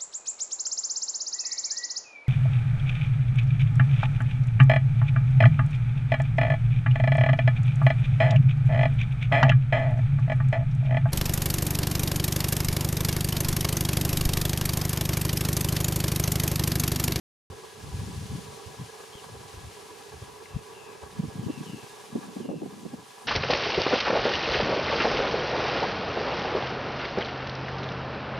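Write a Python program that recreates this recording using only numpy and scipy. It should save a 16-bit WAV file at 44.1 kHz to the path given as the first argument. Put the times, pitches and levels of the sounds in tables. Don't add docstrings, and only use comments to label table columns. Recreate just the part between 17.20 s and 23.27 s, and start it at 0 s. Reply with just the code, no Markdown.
import sys
import numpy as np
from scipy import signal
from scipy.fft import rfft, irfft
from scipy.io import wavfile

SR = 44100
rng = np.random.default_rng(int(sys.argv[2]) if len(sys.argv) > 2 else 0)


def dump(signal):
    limited = np.clip(np.atleast_2d(signal).T, -1, 1)
    pcm = np.round(limited * 32767).astype(np.int16)
    wavfile.write(sys.argv[1], SR, pcm)


N = 267687
TIME = np.arange(N) / SR
FREQ = np.fft.rfftfreq(N, 1 / SR)


def amp(db):
    return 10 ** (np.asarray(db) / 20)


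def unit(x):
    return x / np.sqrt(np.mean(x ** 2) + 1e-20)


def over_freq(rows):
    hz, value = np.transpose(rows)
    return np.interp(np.log(FREQ + 1), np.log(hz), value)


def over_time(rows):
    return np.interp(TIME, *np.transpose(rows))


def bumps(rows):
    return sum(db * np.exp(-((TIME - s) / half) ** 2) for s, half, db in rows)


def pan(db):
    gains = amp(np.array([[.5], [-.5]]) * db)
    return gains / np.sqrt(np.mean(gains ** 2, 0))


def noise_pair(likeness, size=len(FREQ)):
    a, b = rng.standard_normal((2, size)) + 1j * rng.standard_normal((2, size))
    return np.array([a, likeness * a + np.sqrt(1 - likeness ** 2) * b])


def band_level(spectra, low_hz, high_hz):
    return irfft(spectra.mean(0) * (FREQ > low_hz) * (FREQ < high_hz), N).std()


def wander(rate_hz):
    return unit(irfft(rfft(rng.standard_normal(N)) * np.exp(-(FREQ / rate_hz) ** 2), N))


def add(mix, s, sound):
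    part = mix[:, max(round(s * SR), 0):][:, :sound.shape[1]]
    part += sound[:, :part.shape[1]]


# (frequency [Hz], relative level [dB])
DRONE_TONE = [(25, -27), (60, -15), (110, -4), (280, -6.5), (470, -3.5), (640, -6), (900, -1), (1060, -6.5),
              (1400, -16), (1800, -27), (3000, -36)]
# (frequency [Hz], width [Hz], relative level [dB], pan [dB], left-right likeness)
DRONE_RINGS = [(402, 44, 5.5, -4, .85), (436, 42, 9, -6, .85), (560, 60, -5, 5, 0),
               (740, 60, -.5, -11, -.6), (800, 46, 2.3, -2, .3), (990, 50, 4.3, -3, .75),
               (1128, 42, 2, 0, .6), (1215, 45, -4, 0, .5), (1318, 55, -6.5, 5, .5), (1585, 60, -8, 1, .7),
               (1668, 52, -1.2, 1, .95)]
# (time [s], boost [dB])
HUM_DRIFT = [(.3, 3), (.8, 1.5), (1.42, 3.5), (1.6, 0), (2.35, -0.5), (2.75, 3.5), (3.0, 1), (3.9, 2),
             (4.7, 0.5), (5.5, 1.5), (5.9, -4.5)]
# (middle [s], half length [s], boost [dB])
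DRONE_SWELLS = [(1.31, 0.046, 4.3), (1.78, 0.037, 5.9), (4.78, 0.035, 2.3), (4.94, .015, 6.3),
                (5.04, 0.018, 8.5), (5.96, 0.071, 0.5)]

def drone(level_db=-53.5, waver_db=2.08, split_hz=560):
    spectra = noise_pair(0.062) * amp(over_freq(DRONE_TONE))
    for hz, width, db, pan_db, likeness in DRONE_RINGS:
        peak = amp(db) / (1 + 2 * ((FREQ - hz) / width) ** 2)
        spectra += noise_pair(likeness) * pan(pan_db) * peak
    spectra /= band_level(spectra, 750, 1800)
    low = 1 / (1 + (FREQ / split_hz) ** 8)
    hum = irfft(spectra * low, N) * amp(over_time(HUM_DRIFT))
    upper = irfft(spectra * (1 - low), N) * amp(bumps(DRONE_SWELLS)) * pan(0.1)
    return (hum + upper) * amp(level_db + waver_db * wander(rate_hz=44))


# (frequency [Hz], relative level [dB])
HISS_TONE = [(600, -35), (1400, 1), (2200, 2), (3300, 2), (4800, 0.5), (6800, -1), (8200, -4), (9900, -2.5),
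             (12000, -9.5), (15300, -17.5)]
# (frequency [Hz], left-right likeness)
HISS_LIKENESS = [(1500, 0.24), (2500, 0.57), (4000, 0.72), (6800, 0.75), (10000, 0.59), (12500, 0.37),
                 (15000, .25)]
# (time [s], base level [dB])
HISS_LEVEL = [(.3, -56.5), (.55, -56), (.85, -52.5), (1.15, -53), (1.65, -55), (2.5, -55.5), (3.1, -56.5),
              (3.35, -59), (4, -58), (4.45, -55.5), (5.1, -57), (5.7, -55), (6.05, -57.5)]
# (time [s], pan [dB])
HISS_PAN = [(0.33, 0.5), (0.65, 2), (3.95, 1.0), (4.33, 0), (5.38, 1), (6.05, 0.5)]

def plant_hiss(low_hz=3300, top_hz=8400, top_db=-5.5, flicker_db=0.67):
    level_db = over_time(HISS_LEVEL)
    swell_db = level_db - level_db.mean()
    spectra = noise_pair(over_freq(HISS_LIKENESS)) * amp(over_freq(HISS_TONE))
    top = 1 / (1 + (top_hz / (FREQ + 1)) ** 8)
    low = 1 / (1 + (FREQ / low_hz) ** 8)
    wash = irfft(spectra * low, N) * amp(-0.5 * swell_db)
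    middle = irfft(spectra * (1 - top - low), N)
    body = (wash + middle) / band_level(spectra, 4000, 8000)
    fizz = irfft(spectra * top, N) / band_level(spectra, 9000, 14000)
    hiss = body * pan(over_time(HISS_PAN)) + fizz * amp(top_db)
    return hiss * amp(level_db + flicker_db * wander(rate_hz=25))


# (middle [s], half length [s], level [dB])
SIZZLES = [(6.04, 0.055, -60)]

def sizzle(hz=9400, width_hz=1100):
    hiss = unit(irfft(noise_pair(0.66) * np.exp(-((FREQ - hz) / width_hz) ** 2), N))
    return hiss * sum(amp(db) * np.exp(-((TIME - s) / half) ** 2) for s, half, db in SIZZLES)


def shore_echoes(sound, fade_60db_s=0.92, echo_db=-12, size=22050):
    tail = rng.standard_normal((2, size)) * amp(-60 * np.arange(size) / SR / fade_60db_s)
    tail /= np.linalg.norm(tail[0])
    return sound + amp(echo_db) * signal.fftconvolve(sound, tail, axes=1)[:, :N]


# (start [s], length [s], relative level [dB], first pitch [Hz], held pitch [Hz],
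# last pitch [Hz], pan [dB], fade by the end [dB])
BIRD_CALLS = [(1.92, .09, -53, 3230, 3260, 2620, 8, -4), (2.285, .14, -63.5, 2760, 2740, 2660, 3, -3),
              (3.27, .14, -60.5, 2850, 2660, 2580, 3, -2), (3.525, .24, -55.8, 2950, 2620, 2320, 11, -4),
              (4.16, .11, -61.5, 3650, 3150, 2900, 0, -3), (4.28, .135, -54.7, 2700, 2770, 2440, -2, 0),
              (4.43, .245, -54.3, 3520, 2690, 2560, 8, -8), (4.675, .075, -62, 3900, 3700, 3520, 0, -2),
              (5.165, .25, -60, 3850, 2720, 2650, 0, -2)]

def bird(buzz_hz=107, buzz_depth=1.5, swing_hz=75, jitter_hz=46, rough_db=-0.5, gain_db=-2):
    out, jitter, rough = np.zeros((2, N)), wander(rate_hz=220), wander(rate_hz=80)
    rise_share, fall_s = 0.15, 0.0074
    for s, length, db, first, held, last, pan_db, fade_db in BIRD_CALLS:
        t = np.arange(int(length * SR)) / SR
        progress = t / length
        now = slice(int(s * SR), int(s * SR) + len(t))
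        buzz = 2 * np.pi * (buzz_hz * t + rng.random())
        hz = held + (first - held) * np.exp(-progress / .19) + (last - held) * progress ** 4
        hz += swing_hz * np.sin(buzz) + jitter_hz * jitter[now]
        whistle = np.sin(2 * np.pi * np.cumsum(hz) / SR)
        chop = np.maximum(1 + buzz_depth * np.cos(buzz), 0)
        effort = np.minimum(progress / rise_share, (length - t) / fall_s).clip(max=1)
        fade = amp(fade_db * progress ** 2 + rough_db * rough[now])
        add(out, s, amp(db + gain_db) * pan(pan_db) * unit(whistle * chop * effort * fade))
    return out


# (time [s], peak level [dB])
TICKS = [(3.257, -39)]

def tick(hz=1900, decay_s=0.0018, size=600):
    out, t = np.zeros((2, N)), np.arange(size) / SR
    band = signal.butter(3, [hz * .7, hz * 1.3], "band", fs=SR, output="sos")
    for s, db in TICKS:
        snap = signal.sosfilt(band, rng.standard_normal(size) * np.exp(-t / decay_s))
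        add(out, s, amp(db) * pan(12) * snap / abs(snap).max())
    return out


# (time [s], peak level [dB])
KNOCKS = [(1.954, -35)]

def knock(push_s=0.0012, size=2048):
    out, age = np.zeros((2, N)), np.arange(size) / SR / push_s
    push = age * (1 - age / 2) * np.exp(-age)
    for s, db in KNOCKS:
        add(out, s, amp(db) * pan(6) * push / push.max())
    return out


def rumble(hz, size, likeness, low_slope=1.54, high_slope=2.97, cut_share=0.62):
    f = np.fft.rfftfreq(size, 1 / SR) + 1
    ratio = f / (0.86 * hz)
    hump = 1 / np.sqrt((1 + ratio ** (-2 * low_slope)) * (1 + ratio ** (2 * high_slope)))
    bass_cut = 1 / (1 + (cut_share * hz / f) ** 2)
    return unit(irfft(noise_pair(likeness, len(f)) * hump * bass_cut, size))


def mic_bass_cut(sound, hz=52):
    return irfft(rfft(sound) / np.sqrt(1 + (hz / (FREQ + 1)) ** 4), N)


# (time [s], peak level [dB], pan [dB])
PUFFS = [(4.958, -35, -10), (5.167, -35, 10), (5.290, -28.5, 6), (5.301, -28, 4), (5.313, -22, 3),
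         (5.418, -28.5, -9), (5.432, -28, 4), (5.460, -33.5, -10), (5.659, -34.5, -14), (5.737, -33, -4)]

def puffs(hz=720, decay_s=0.0033, size=2048):
    out, t = np.zeros((2, N)), np.arange(size) / SR
    burst = (1 - np.exp(-4 * t / decay_s)) * np.exp(-t / decay_s)
    for s, db, pan_db in PUFFS:
        air = rumble(hz, size, likeness=0.13, high_slope=5.4) * burst
        add(out, s, amp(db) * pan(pan_db) * air / abs(air).max())
    return out


# (start [s], length [s], level [dB], rough pitch [Hz], pan [dB])
EDDIES = [(0.727, 0.036, -31.5, 106, 1), (0.787, 0.048, -31.5, 112, 0), (0.87, 0.05, -37.5, 163, 3),
          (1.013, 0.035, -37.5, 115, 3), (1.098, 0.012, -34, 130, 0), (1.119, 0.049, -32.5, 171, 4),
          (1.181, 0.021, -38, 174, -2), (1.463, 0.029, -41, 118, -10), (1.585, 0.018, -37, 135, 3),
          (1.612, 0.032, -40, 150, 2), (2.341, 0.017, -44, 109, 0), (2.939, 0.027, -44.5, 95, -2),
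          (3.019, 0.02, -37.5, 114, 0), (3.347, .014, -31.5, 81, 2), (3.362, 0.0096, -25.5, 154, 11),
          (3.831, 0.024, -43, 92, 2), (3.986, 0.0188, -24, 185, -1), (4.034, 0.02, -30, 222, -6.5),
          (4.083, 0.014, -34.5, 144, -5), (4.153, 0.015, -34.5, 147, 2), (4.184, 0.035, -34.5, 174, 0.5),
          (4.228, 0.017, -34.5, 250, 16), (4.264, 0.01, -26.5, 205, 6), (4.283, 0.0073, -31.5, 325, -10),
          (4.296, 0.013, -26, 305, 2.5), (4.375, 0.014, -34.5, 205, 9), (4.402, 0.02, -33, 230, -2),
          (4.497, 0.011, -36.5, 205, 4), (4.533, 0.016, -33, 220, 4), (4.633, 0.0113, -43.5, 191, 0),
          (4.926, 0.012, -39.5, 179, -2), (4.955, 0.01, -23.5, 276, -1.5), (4.972, 0.02, -33.5, 287, 0),
          (5.162, 0.011, -30.5, 282, 4), (5.201, .014, -36.5, 320, -10), (5.245, .02, -34.5, 360, -5),
          (5.288, 0.0077, -29, 287, 12), (5.296, 0.0077, -33, 310, 4), (5.309, 0.012, -35.5, 280, -7),
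          (5.324, 0.0222, -34, 398, -11), (5.354, 0.028, -36, 273, 1), (5.415, 0.022, -33.5, 295, 2),
          (5.456, 0.01, -32.5, 288, -6), (5.654, 0.013, -31.5, 296, -7), (5.733, 0.019, -34.5, 238, 1)]

def eddies(cut_share=0.5, size=8192):
    out, t = np.zeros((2, N)), (np.arange(size) - size / 2) / SR
    f = np.fft.rfftfreq(size, 1 / SR) + 1
    for s, length, db, hz, pan_db in EDDIES:
        likeness = np.interp(hz, [150, 380], [.9, .25])
        swell = 1 / np.sqrt(1 + (t / (.45 * length)) ** 8)
        thump = rumble(hz, size, likeness, low_slope=2.5, high_slope=4.15) * swell
        thump = irfft(rfft(thump) / np.sqrt(1 + (cut_share * hz / f) ** 6), size)
        thump /= np.sqrt(np.sum(thump ** 2, axis=1, keepdims=True) / (length * SR))
        add(out, s + length / 2 + t[0], amp(db) * pan(pan_db) * thump)
    return out


# (start [s], length [s], relative level [dB])
GUSTS = [(0.284, 0.044, -45.5), (0.57, .06, -46), (0.62, 0.58, -40.5), (1.196, 0.14, -47.5),
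         (1.454, 0.086, -57), (1.589, 0.044, -43.5), (2.058, 0.2, -50.5), (2.36, 0.12, -45),
         (2.937, 0.2, -53), (3.34, 0.051, -45), (3.835, .15, -54), (3.978, 0.082, -40),
         (4.143, 0.198, -43.5), (4.357, 0.22, -49), (4.927, 0.19, -47), (5.186, 0.29, -41.5),
         (5.523, 0.27, -45), (6.051, .06, -51)]
# (time [s], target pitch [Hz])
GUST_PITCH = [(.3, 105), (.8, 115), (1.15, 154), (1.6, 148), (2.2, 114), (3, 92.6), (3.35, 119),
              (3.84, 108), (4, 176), (4.5, 223), (5.35, 300), (5.8, 235)]

def gusts(rise_s=0.02, fall_s=0.028, calm_db=-66.5, lumpy_db=2.5, gain_db=1.0):
    level = amp(calm_db)
    for s, length, db in GUSTS:
        before = np.maximum(s - TIME, 0) / rise_s
        after = np.maximum(TIME - s - length, 0) / fall_s
        level = np.maximum(level, amp(db) * np.exp(-before - after))
    low_hz, mid_hz, high_hz = 108, 168, 258
    rumbles = [rumble(low_hz, N, likeness=0.82),
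               rumble(mid_hz, N, likeness=0.65, high_slope=3.9),
               rumble(high_hz, N, likeness=0.45, low_slope=1.96, high_slope=3.8, cut_share=0.54)]
    hz = over_time(GUST_PITCH)
    shares = [np.interp(hz, [low_hz, mid_hz, high_hz], row) for row in np.eye(3)]
    air = sum(np.sqrt(share) * noise for share, noise in zip(shares, rumbles))
    return amp(gain_db) * level * unit(air * amp(lumpy_db * wander(rate_hz=36)))


# (middle [s], half length [s], drop [dB])
BACKGROUND_DIPS = [(5.335, 0.095, 5.7), (5.5, 0.17, 2.9), (5.77, 0.12, 4.3)]

def scene():
    wind = mic_bass_cut(eddies() + puffs() + gusts())
    background = (drone() + plant_hiss() + sizzle()) * amp(-bumps(BACKGROUND_DIPS))
    return wind + background + shore_echoes(bird()) + tick() + knock()


def record(dry, start_s=0.3005, top_hz=15600):
    treble_cut = signal.firwin(401, top_hz, window=("kaiser", 8), fs=SR)
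    return signal.oaconvolve(dry * (TIME > start_s), treble_cut[None], "same")


dry = scene()
out = record(dry)
dump(out)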